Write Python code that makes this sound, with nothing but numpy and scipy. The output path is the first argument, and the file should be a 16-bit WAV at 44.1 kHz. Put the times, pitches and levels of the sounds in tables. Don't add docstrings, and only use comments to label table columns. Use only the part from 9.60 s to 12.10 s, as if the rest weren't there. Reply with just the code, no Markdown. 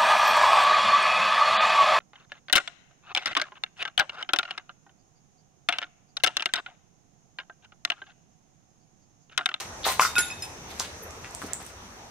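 import sys
import numpy as np
from scipy import signal
from scipy.fft import rfft, irfft, next_fast_len
from scipy.io import wavfile

SR = 44100
rng = np.random.default_rng(int(sys.argv[2]) if len(sys.argv) > 2 else 0)


def field_ratio(decibels):
    return 10 ** (np.asarray(decibels, dtype=float) / 20)


def put_to_file(sound):
    columns = np.atleast_2d(sound).T
    safe = np.clip(columns, -1, 1)
    whole_steps = np.round(safe * 32767)
    wavfile.write(sys.argv[1], SR, whole_steps.astype(np.int16))


N = 110250

GRIT_ALIKE_HZ = 2600


def rms_one(x):
    return x / np.sqrt(np.mean(x ** 2) + 1e-20)


def at_hz(points, hz, column=1):
    p = np.array(points)
    return np.interp(np.log(np.maximum(hz, 1)), np.log(p[:, 0]), p[:, column])


def flicker(rate, size, count):
    knots = rng.standard_normal((count, 60))
    t = np.arange(size) / SR
    return np.array([np.interp(t * rate, np.arange(len(k)), k) for k in knots])


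def drift(rate):
    knots = rng.standard_normal(200)
    return np.interp(np.arange(N) / SR * rate, np.arange(len(knots)), knots)


def ring(clicks, hz, t60):
    radius = field_ratio(-60 / (t60 * SR))
    angle = 2 * np.pi * min(hz, 19000) / SR
    poles = [1, -2 * radius * np.cos(angle), radius * radius]
    return signal.lfilter([0, np.sin(angle)], poles, clicks + 1e-18)


def band(x, low_hz, high_hz):
    edges = [max(low_hz, 10), min(high_hz, 19800)]
    return signal.sosfilt(signal.butter(2, edges, "band", fs=SR, output="sos"), x)


def add(out, s, x, pan_db):
    i = int(s * SR)
    x = x[..., max(-i, 0):N - i]
    start = max(i, 0)
    out[:, start:start + x.shape[-1]] += x * field_ratio(np.array([[pan_db / 2], [-pan_db / 2]]))


# start t/s, length t/s, level/dB, centre f/Hz, width/octaves
SCUFF_EVENTS = [(-.02, 0.035, -36.5, 3300, 1.6), (.2405, 0.011, -28.5, 3850, 0.14),
                (.245, 0.077, -29, 5000, 1.64), (0.252, 0.049, -31, 990, 0.74),
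                (0.404, 0.061, -30.5, 5480, 0.23), (0.39, 0.047, -32, 7450, 0.33),
                (0.399, 0.067, -41, 11300, 0.22), (.4, 0.048, -33.5, 2230, 0.4),
                (0.578, 0.0076, -27.5, 3430, 1.66), (0.823, 0.023, -43, 5000, 1.23),
                (1.069, 0.27, -48, 3020, 2.36), (1.194, 0.0094, -34, 5930, 0.48),
                (1.207, 0.052, -44.5, 4200, 1.16), (1.39, 0.056, -50, 449, 0.038),
                (1.51, 0.074, -55.5, 460, 0.035), (1.424, 0.013, -48, 11500, 0.13),
                (1.458, 0.027, -47.5, 530, 0.38), (1.638, 0.0067, -45, 1930, 0.77),
                (1.831, 0.013, -39.5, 367, 0.93), (1.797, 0.074, -49, 7000, 1.34),
                (1.882, 0.037, -45.5, 1180, 1.5), (2.0, 0.016, -46, 1500, 1.9),
                (2.056, 0.034, -50.5, 7850, 1.13), (2.097, 0.0067, -49, 1500, 0.65)]
SCUFF_RISE, SCUFF_FALL_S = 0.14, 0.021
GRAINS_PER_S, GRAIN_SPREAD_DB, GRAIN_CYCLES = 7000, 2, 10
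CLUMP_DB, CLUMPS_PER_S = 4.5, 90
GRIT_TOP_HZ = 14500


def scuffs():
    out, size = np.zeros((2, N)), SR // 6
    t = np.arange(size) / SR
    draws = rng.random((len(SCUFF_EVENTS), 4, 3, size))
    steps = np.linspace(-1.5, 1.5, 10)
    for (s, length, db, hz, octaves), (born, big, sign, dealt) in zip(SCUFF_EVENTS, draws):
        sizes = field_ratio(-GRAIN_SPREAD_DB * np.log(np.maximum(big, 0.02)))
        grains = (born < GRAINS_PER_S / SR) * sizes * np.sign(sign - 0.5)
        rise = np.clip(t / (SCUFF_RISE * length), 0, 1)
        fall = np.exp(-np.maximum(t - length, 0) / SCUFF_FALL_S)
        grains = grains * rise * fall
        dealt = (dealt * len(steps)).astype(int)
        cycles = GRAIN_CYCLES / np.sqrt(octaves)
        clumps = field_ratio(CLUMP_DB * flicker(CLUMPS_PER_S, size, len(steps)) - CLUMP_DB / 2)
        grit = 0
        for k, step in enumerate(steps):
            pitch = min(hz * 2 ** (step * octaves), 15500)
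            unit = np.sqrt(GRAINS_PER_S / len(steps) * cycles / pitch / 5)
            weight = np.exp(-step ** 2 / 2) / unit / (1 + (pitch / GRIT_TOP_HZ) ** 8)
            rung = ring(grains * clumps[k] * (dealt == k), pitch, cycles / pitch) * weight
            own = 1 / (1 + (GRIT_ALIKE_HZ / pitch) ** 2)
            grit = grit + np.sqrt(1 - own) * rung[0] + np.sqrt(own) * rung[1:]
        reach = 2 ** (1.5 * octaves + 0.5)
        add(out, s, field_ratio(db) * band(grit, hz / reach, hz * reach), 0)
    return out


# t/s, peak level/dB, f/Hz, ring/cycles, pan/dB
SNAP_EVENTS = [(.007, -16.5, 5900, 4, -1), (0.2338, -27, 3540, 7.8, -2), (0.2652, -15, 750, 5.2, 0),
               (0.3952, -4, 1048, 8.3, 1), (.397, -7.5, 2310, 5.7, 5.5), (0.4199, -13, 1297, 19, 7),
               (.450, -12, 1270, 11, 1), (0.5837, -23, 300, 2.1, 0.1), (0.5832, -3, 4800, 2.6, 7),
               (.5905, -24, 2050, 7.1, -12), (1.1987, -8.5, 5600, 4.9, -.5), (1.204, -18, 1080, 3.55, 2),
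               (1.508, -28.5, 6500, 7.1, -4), (1.646, -26, 2300, 4.1, 3), (1.710, -30, 7540, 5.2, 3),
               (1.7495, -17.5, 7700, 6.6, -2), (1.818, -28, 1400, 3.3, 17), (1.824, -25.5, 1400, 5.2, -4),
               (1.841, -24, 300, 2, 1), (1.934, -13, 7420, 10, -10.5), (2.027, -30, 10800, 6.5, -6),
               (2.051, -31, 9000, 6.6, 6), (2.065, -29.5, 8400, 7.4, -15)]
CRACK_DB = -6.5


def snaps():
    out, click = np.zeros((2, N)), np.eye(1, 2000)[0]
    for s, db, hz, cycles, pan_db in SNAP_EVENTS:
        t60 = cycles / hz
        body = ring(ring(click, hz, t60), hz * 1.094, t60)
        crack = band(click, hz / 2, hz * 2.5)
        snap = body / np.abs(body).max() + field_ratio(CRACK_DB) * crack / np.abs(crack).max()
        add(out, s, field_ratio(db) * snap, pan_db)
    return out


SHARD_MODES_HZ = [1443, 2541, 2568, 3660, 3686, 5195, 6654, 6939, 7348, 9030, 10290, 10750, 12900, 14520]
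# level/dB, t60/s
SHARD_RINGING = [(3.5, 0.29), (-1, 0.14), (-4, .2), (-9, 0.44), (-6, 0.22), (5, 0.1), (1, 0.11), (-9, 0.11),
                 (-6, 0.17), (-5, 0.11), (-6.5, 0.097), (-3, 0.19), (-6, 0.29), (-18, .1)]
# t/s, level/dB, most excited f/Hz, reach/octaves, free
# ringing t/s
SHARD_BOUNCES = [(.408, -22, 12900, .08, .11), (0.413, -31, 8200, 0.3, .07), (.47, -35.5, 3700, 0.11, .09),
                 (0.5552, -18, 2510, 0.35, 0.021), (0.5574, -35.5, 9500, 0.84, 0.022),
                 (.563, -24.5, 1443, 0.21, .115), (0.5821, -23.5, 10400, 0.19, .16),
                 (.590, -19.5, 6870, 0.19, .1), (.612, -25, 3700, .12, 0.084),
                 (.635, -37.5, 2480, .1, 0.042), (.702, -27.5, 2570, .2, 0.046),
                 (.709, -39, 4650, 0.47, 0.018), (0.8224, -35.5, 4800, 0.19, .075),
                 (0.8232, -32, 8850, 0.26, 0.033), (.829, -35, 3110, 0.27, 0.021)]
SHARD_CHANCE_DB, SHARD_CLICK_DB, CHATTER_S, CHOKE_S = 1.5, 17, 0.00076, 0.004
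RATTLE, RATTLE_PER_S, RATTLE_HZ = 1.4, 160, 6500


def shard():
    out, t = np.zeros((2, N)), np.arange(SR // 3) / SR
    hz = np.array(SHARD_MODES_HZ)
    mode_db, t60 = np.transpose(SHARD_RINGING)
    decay = field_ratio(-60 * t / t60[:, None])
    rattle_share = RATTLE / (1 + (RATTLE_HZ / hz[:, None]) ** 2)
    chance = rng.standard_normal((len(SHARD_BOUNCES), 3, len(hz)))
    for (s, db, centre, reach, free), (luck, phase, apart) in zip(SHARD_BOUNCES, chance):
        nearness = np.exp(-0.5 * (np.log2(hz / centre) / reach) ** 2)
        gain = field_ratio(db + mode_db + SHARD_CHANCE_DB * luck) * nearness
        lead = 0.6 * apart / (1 + (GRIT_ALIKE_HZ / hz) ** 2) * np.array([[1], [-1]])
        waves = np.sin(2 * np.pi * hz[:, None] * t + (np.pi * phase + lead)[..., None]) * decay
        waves = waves * (1 + rattle_share * flicker(RATTLE_PER_S, len(t), len(hz)))
        shape = (1 - np.exp(-t / CHATTER_S)) * np.exp(-np.maximum(t - free, 0) / CHOKE_S)
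        click = np.eye(1, len(t))[0]
        tick = field_ratio(db + SHARD_CLICK_DB) * band(click, centre / 3, centre * 1.63)
        add(out, s, gain @ waves * shape + tick, 0)
    return out


# f/Hz, t60/s, level/dB
HALL_DECAY = [(300, 0.31, -4.5), (1500, .4, -5.5), (5000, 0.47, -2), (14200, 0.17, 1.5)]
HALL_BUILD_S, HALL_ALIKE_HZ = 0.0023, 1500
FLUTTER_S, FLUTTER_DB, FLUTTER_LOSS_DB = 0.0077, -6, -1
FLUTTER_LOW_HZ, FLUTTER_HIGH_HZ = 540, 2370
PORT_LAG_S = 0.00003


def corridor(x):
    size, t = next_fast_len(N + SR), np.arange(SR // 2) / SR
    hz = np.fft.rfftfreq(size, 1 / SR)
    high_pass = (1j * hz / FLUTTER_LOW_HZ) / (1 + 1j * hz / FLUTTER_LOW_HZ)
    walls = high_pass / (1 + 1j * hz / FLUTTER_HIGH_HZ)
    lag = np.exp(-2j * np.pi * hz * FLUTTER_S)
    again = field_ratio(FLUTTER_LOSS_DB) * np.abs(walls) * lag
    flutter = field_ratio(FLUTTER_DB) * walls * lag / (1 - again)
    white, tail = rng.standard_normal((3, len(t))), 0
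    for centre in 125 * 2. ** np.arange(8):
        own = np.clip(centre / HALL_ALIKE_HZ / 2, 0, 1)
        noise = np.sqrt(1 - own) * white[0] + np.sqrt(own) * white[1:]
        noise = band(noise, centre / np.sqrt(2), centre * np.sqrt(2))
        decay_db = at_hz(HALL_DECAY, centre, column=2) - 60 * t / at_hz(HALL_DECAY, centre)
        tail = tail + noise * field_ratio(decay_db)
    tail = tail * (1 - np.exp(-(t / HALL_BUILD_S) ** 2)) / np.sqrt(SR / 40)
    ports = np.exp(-1j * np.pi * hz * PORT_LAG_S * np.array([[1], [-1]]))
    early = rfft(x, size) * (1 + flutter) * ports
    late = rfft(x.mean(0), size) * rfft(tail, size)
    return irfft(early + late, size)[:, :N]


# t/s, level/dB
AIR_LEVEL = [(0.0, -44), (0.3, -42.5), (0.45, -42.5), (0.77, -44), (1.86, -45), (2.12, -48), (2.5, -48)]
# f/Hz, density level/dB
AIR_SPECTRUM = [(18, -46), (30, -9), (79, -6.5), (512, -9), (600, -9), (822, -7), (3220, -18.5),
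                (6050, -21.5), (16000, -38.5)]
# f/Hz, correlation/1
AIR_LIKENESS = [(60, 0.78), (240, 0.98), (950, 0.29), (3770, -0.49), (15000, 0.32)]
AIR_PATCHY_DB = 2.22
INSECT_HZ, INSECT_WIDTH_HZ, INSECT_DB = 6010, 860, -52
HUM_HZ, HUM_WIDTH_HZ, HUM_DB = 81, 31, -54.5


def air():
    level_db = np.interp(np.arange(N) / SR, *np.transpose(AIR_LEVEL))
    edges, white = 30 * 2 ** np.arange(0, 9.6, 0.5), rng.standard_normal((4, 2, N))
    field = 0
    for k, (low, high) in enumerate(zip(edges, edges[1:])):
        mid, side = band(white[k % 2], low, high)
        hz = np.sqrt(low * high)
        alike = np.clip(at_hz(AIR_LIKENESS, hz), -1, 1)
        stereo = np.sqrt(1 + alike) * mid + np.sqrt(1 - alike) * side * [[1], [-1]]
        field = field + field_ratio(at_hz(AIR_SPECTRUM, hz) + AIR_PATCHY_DB * drift(15)) * stereo
    insects = white[2] - 0.11 * white[2, ::-1]
    insects = rms_one(band(insects, INSECT_HZ - INSECT_WIDTH_HZ / 2, INSECT_HZ + INSECT_WIDTH_HZ / 2))
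    hum = white[3, 0] + 0.3 * white[3]
    hum = rms_one(band(hum, HUM_HZ - HUM_WIDTH_HZ / 2, HUM_HZ + HUM_WIDTH_HZ / 2))
    insect_db = INSECT_DB + level_db - level_db.mean() + 1.2 * drift(26.7)
    return field_ratio(level_db + 0.5) * rms_one(field) + field_ratio(insect_db) * insects + field_ratio(HUM_DB) * hum


def scene():
    low_cut = signal.butter(2, 198, "high", fs=SR, output="sos")
    contacts = signal.sosfilt(low_cut, scuffs() + snaps() + shard())
    return corridor(contacts) + air()


def band_limit(x):
    return signal.sosfilt(signal.butter(12, 16320, fs=SR, output="sos"), x)


def record(dry):
    dull = signal.sosfilt(signal.butter(2, 17200, fs=SR, output="sos"), dry)
    dull = signal.sosfilt(signal.cheby2(12, 60, 16400, fs=SR, output="sos"), dull)
    return band_limit(np.clip(dull, -1, 1))


dry = scene()
out = record(dry)
put_to_file(out)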